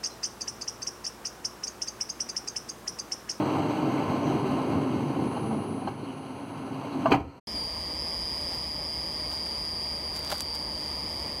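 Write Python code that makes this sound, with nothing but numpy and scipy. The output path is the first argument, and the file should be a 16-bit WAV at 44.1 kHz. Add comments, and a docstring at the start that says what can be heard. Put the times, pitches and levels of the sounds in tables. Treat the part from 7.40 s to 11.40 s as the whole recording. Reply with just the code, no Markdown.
"""A camping kettle boils on a gas burner outdoors. From the start the flame roars over a low hum,
steam hisses from the spout and the kettle whistles near 4.8 kHz. The steam jet flutters, about 200
times a second at first and nearer 150 later, so the whistle swells and sharpens in rough little bursts.
A stone ticks early on; a foot shifts on the gravel just after one second and again around two.
Near three seconds it treads down: grains grind, the heel knocks and stones click together."""
import sys
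import numpy as np
from scipy.fft import rfft, irfft, next_fast_len
from scipy.io import wavfile
from scipy.ndimage import uniform_filter1d, map_coordinates

SR = 44100
rng = np.random.default_rng(int(sys.argv[2]) if len(sys.argv) > 2 else 0)


def store_wav(level_fs):
    """Save 16-bit WAV to argv[1]."""
    pcm = np.round(np.clip(np.atleast_2d(level_fs), -1, 1) * 32767)
    wavfile.write(sys.argv[1], SR, pcm.T.astype(np.int16))


N = 176400


def amp(db):
    """Decibels to amplitude ratio."""
    return 10 ** (np.asarray(db) / 20)


def unit(x):
    """Normalisation to rms 1."""
    return x / np.sqrt(np.mean(np.abs(x) ** 2) + 1e-20)


def curves(rows):
    """Linear interpolation: one value per sample for each column after the time."""
    s, *cols = np.transpose(rows)
    return [np.interp(np.arange(N) / SR, s, c) for c in cols]


def wobble(rate):
    """Smooth random modulation: a spline through rate knots a second."""
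    return map_coordinates(rng.standard_normal(int(N * rate / SR) + 4), [np.arange(N) * rate / SR])


def filtered(x, response):
    """Linear filtering: the spectrum of x times a frequency response."""
    m = next_fast_len(N + SR // 4)
    return irfft(rfft(x, m) * response(np.fft.rfftfreq(m, 1 / SR)), m)[:N]


def coloured(x, points):
    """Spectral shaping by (frequency_hz, relative_db) points, at rms 1."""
    f, db = np.transpose(points)
    return unit(filtered(x, lambda hz: amp(np.interp(np.log(hz + 1), np.log(f), db))))


def turning(hz):
    """Phase as the integral of frequency."""
    return 2 * np.pi * np.cumsum(hz) / SR


def ring(modes, t):
    """Free vibration: damped sines from (frequency_hz, level_db, t60_s) rows."""
    return sum(amp(db - 60 * t / t60) * np.sin(2 * np.pi * hz * t) for hz, db, t60 in modes)


def add(track, start_s, sound):
    """Superpose a sound on the track at start_s."""
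    part = track[round(start_s * SR):][:len(sound)]
    part += sound[:len(part)]


# Spectrum of the flame noise: frequency_hz, relative_db
ROAR_SPECTRUM = [(20, -24), (32, -22), (45, 1.5), (110, -0.5), (300, 0), (420, -3.5), (520, -1), (650, -1),
                 (740, -5.5), (850, -1), (1050, -3.5), (1220, -8.5), (1450, -19), (2200, -10), (5000, -37)]
# Resonances of the burner: centre_hz, bandwidth_hz, relative_db
BURNER_MODES = [(63.7, 23, -9.5), (87.3, 14, -10.5), (162, 35, -9), (219, 13, -9.5), (298, 13, -7),
                (595, 24, -10.5), (888, 17, -11)]
def burner():
    """The flame radiates broadband noise; noise-driven resonances add a low drone."""
    def resonances(f):
        response = sum(amp(db) * 1j * f * width / (centre * centre - f * f + 1j * f * width)
                       for centre, width, db in BURNER_MODES)
        return response * (f > 30) * (f < 1300)

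    roar_db, flicker_db, drone_db = -43, .7, -48.5
    drone = unit(filtered(rng.standard_normal(N), resonances))
    roar = coloured(rng.standard_normal(N), ROAR_SPECTRUM)
    return amp(roar_db + flicker_db * wobble(12)) * roar + amp(drone_db) * drone


def hum():
    """Random amplitude and frequency modulation make a low tone waver under the roar."""
    pitch_hz, waver_hz, level_db, flicker_db = 68.8, 5, -49.5, .5
    flicker = amp(flicker_db * wobble(13))
    phase = turning(pitch_hz + waver_hz * wobble(22))
    return amp(level_db) * unit(flicker * np.sin(phase))


# Spectrum of the steam jet: frequency_hz, relative_db
HISS_SPECTRUM = [(600, -16), (1500, -9), (1950, 1), (2350, -3), (2750, -11.5), (3050, 2.5), (3280, 1.5),
                 (3650, -5.5), (4300, -3.5), (5800, -10), (6300, -5.5), (7400, -13), (9000, -10.5),
                 (10000, -7.5), (10500, -26), (11500, -13.5), (13000, -21), (14200, -12.5), (15000, -22.5),
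                 (16000, -27)]
# Spectrum of droplets bursting in the spout: frequency_hz, relative_db
SPIT_SPECTRUM = [(1500, -20), (3500, -12), (7000, 2), (12000, 3), (16000, -15)]
def steam():
    """Jet turbulence hisses at the spout; bursting droplets add faint, randomly timed impulses."""
    hiss_db, spit_db, spits_per_s = -49.5, -65.5, 250
    hiss = amp(hiss_db + .76 * wobble(7)) * coloured(rng.standard_normal(N), HISS_SPECTRUM)
    bursts = rng.random(N) < spits_per_s / SR
    drops = bursts * rng.standard_normal(N) * amp(3 * wobble(4.8))
    return hiss + amp(spit_db) * coloured(drops, SPIT_SPECTRUM)


# Centre pitch of the whistle: time_s, pitch_hz
WHISTLE_PITCH = [(.08, 4800), (.16, 4802), (.29, 4728), (.41, 4780), (.46, 4738), (.565, 4770), (.59, 4800),
                 (.85, 4805), (.93, 4772), (1.0, 4825), (1.08, 4778), (1.61, 4808), (1.74, 4762),
                 (2.15, 4750), (2.21, 4800), (2.33, 4748), (2.65, 4760), (2.8, 4715), (3.03, 4718),
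                 (3.45, 4750), (4, 4745)]
# Level of the whistle: time_s, level_db
WHISTLE_LEVEL = [(.08, -36.5), (.147, -37), (.156, -32), (.21, -32.3), (.28, -35), (.565, -35.5),
                 (.585, -33.7), (.85, -33.3), (1.15, -34), (1.35, -35.2), (1.45, -34.2), (1.9, -34),
                 (2.55, -33.4), (2.61, -36.5), (2.65, -33.7), (2.83, -35.5), (3.06, -36), (3.12, -33.6),
                 (3.33, -35.5), (3.42, -34.6), (4, -36)]
# Flutter of the jet: time_s, rate_hz, depth_ratio
JET_FLUTTER = [(.08, 200, 1.6), (.148, 195, 1.6), (.154, 220, .35), (.21, 205, .55), (.3, 162, .9),
               (.565, 158, .95), (.58, 168, 1.3), (.85, 160, 1.1), (1.5, 154, 1.1), (2.1, 152, .95),
               (2.52, 155, .8), (2.85, 146, 1), (3.4, 144, 1.05), (3.75, 146, 1.25), (4, 138, 1.25)]
# Response of the whistle cavity: frequency_hz, relative_db
CAVITY_RESPONSE = [(3800, -40), (4400, -27), (4600, 2), (4800, 2), (4950, -5), (5120, 1), (5300, -8.5),
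                   (5600, -16.5), (6500, -45)]
# Overtones of the whistle: harmonic_number, relative_db, roughness_rad
WHISTLE_HARMONICS = [(2, -21, 0.54), (3, -40, 1.7)]
def whistle():
    """Jet flutter modulates the tone's level and pitch together; turbulence excites the cavity."""
    swell_db, flicker_db, breath_db = 5.2, .7, -11
    bend_rad, jitter_rad, waver_hz = .6, .32, 14
    rate_scatter, depth_scatter = .135, .16
    pitch_hz, = curves(WHISTLE_PITCH)
    level_db, = curves(WHISTLE_LEVEL)
    rate_hz, depth = curves(JET_FLUTTER)
    cycle = np.exp(1j * turning(rate_hz * (1 + rate_scatter * wobble(170))))
    peaked_cycle = cycle + .13 * cycle ** 2  # short peaks, long troughs
    flutter = depth * (1 + depth_scatter * wobble(260)) * peaked_cycle
    swell = amp(swell_db * flutter.real + flicker_db * wobble(90))
    swell /= np.sqrt(np.abs(uniform_filter1d(swell ** 2, size=1700)))  # even power over about 40 ms
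    phase = turning(pitch_hz + waver_hz * wobble(45))
    phase += bend_rad * flutter.imag + jitter_rad * wobble(350)
    breath = coloured(rng.standard_normal(N), CAVITY_RESPONSE)
    tone = unit(swell * np.sin(phase)) + amp(breath_db) * breath
    for harmonic, db, roughness_rad in WHISTLE_HARMONICS:
        tone += amp(db) * unit(swell * np.sin(round(harmonic) * phase + roughness_rad * wobble(550)))
    return amp(level_db) * unit(tone)


# Collisions between stones: start_s, peak_db, pitch_hz
STONE_IMPACTS = [(.238, -31, 7000), (1.917, -25, 3500), (1.928, -30, 9500), (1.976, -30, 4200),
                 (2.066, -28, 2900), (2.764, -23, 7200), (2.793, -24, 12500), (2.848, -21, 6300),
                 (2.876, -25, 3800), (2.925, -18, 3700), (2.982, -24, 8500), (2.999, -26, 8000),
                 (3.007, -12.5, 7300), (3.0105, -22, 10500), (3.0215, -22, 9500), (3.1535, -23, 9500)]
# Vibration modes of a stone: pitch_ratio, relative_db, t60_s
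STONE_MODES = [(.58, -8, .004), (.83, -2, .0035), (1, 0, .0032), (1.35, -3, .003)]
def stones():
    """Each impact gives a crack of noise and excites quickly decaying modes in a small stone."""
    crack_db, crack_t60_s = -15, .0056
    out, age = np.zeros(N), np.arange(SR // 25) / SR
    for start_s, peak_db, pitch_hz in STONE_IMPACTS:
        tick = ring([(pitch_hz * ratio, db, t60_s) for ratio, db, t60_s in STONE_MODES], age)
        bright_noise = np.gradient(rng.standard_normal(len(age)))
        tick += amp(crack_db - 60 * age / crack_t60_s) * bright_noise
        add(out, start_s, amp(peak_db) * tick / np.abs(tick).max())
    return out


# Gaussian spurts of grinding under the sole: centre_s, sigma_s, level_db
SOLE_CRUNCHES = [(1.14, .03, -49), (1.93, .025, -48.5), (2.15, .12, -63), (2.76, 0.021, -44.5),
                 (2.877, 0.046, -48.5), (2.904, 0.0024, -34.5), (2.918, 0.0029, -37.5),
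                 (2.925, 0.0044, -37.5), (2.937, 0.021, -43), (2.984, 0.0092, -48), (3.151, .008, -44.5)]
# Spectrum of grinding gravel: frequency_hz, relative_db
GRAVEL_SPECTRUM = [(200, -14), (800, 12), (1600, 9), (2700, 1.5), (3700, 7.5), (7000, 0.5), (10000, -0.5),
                   (13000, -3.5), (16000, -8)]
# Vibration modes of the ground: frequency_hz, relative_db, t60_s
GROUND_MODES = [(230, -16, .04), (420, -13, .025), (610, 0, .04), (810, -3, .042), (1020, -8, .03),
                (1400, -12, .025), (2500, -14, .01)]
def footstep():
    """Granular friction gives spurts of tiny clicks; the heel's impact rings the ground's modes."""
    grains_per_s = 9000
    heel_s, heel_gain_db, attack_s = 2.9239, -19.5, .0005
    t = np.arange(N) / SR
    grains = (rng.random(N) < grains_per_s / SR) * rng.standard_normal(N)
    pressure = sum(amp(db) * np.exp(-.5 * ((t - centre_s) / sigma_s) ** 2)
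                   for centre_s, sigma_s, db in SOLE_CRUNCHES)
    out = pressure * coloured(grains, GRAVEL_SPECTRUM)
    age = t[:SR // 10]
    knock = ring(GROUND_MODES, age) * (1 - np.exp(-age / attack_s))
    add(out, heel_s, amp(heel_gain_db) * knock)
    return out


def scene():
    """Superposition: the sources add at one point in the open air."""
    return (burner() + hum() + steam() + whistle() + stones() + footstep())[None]


def record(dry):
    """A step gate starts the sound abruptly; an ideal low-pass filter limits its bandwidth."""
    start_s, cutoff_hz = .072, 15800
    gate = np.arange(N) / SR > start_s
    return filtered(dry[0] * gate, lambda hz: hz < cutoff_hz)[None]


dry = scene()
out = record(dry)
store_wav(out)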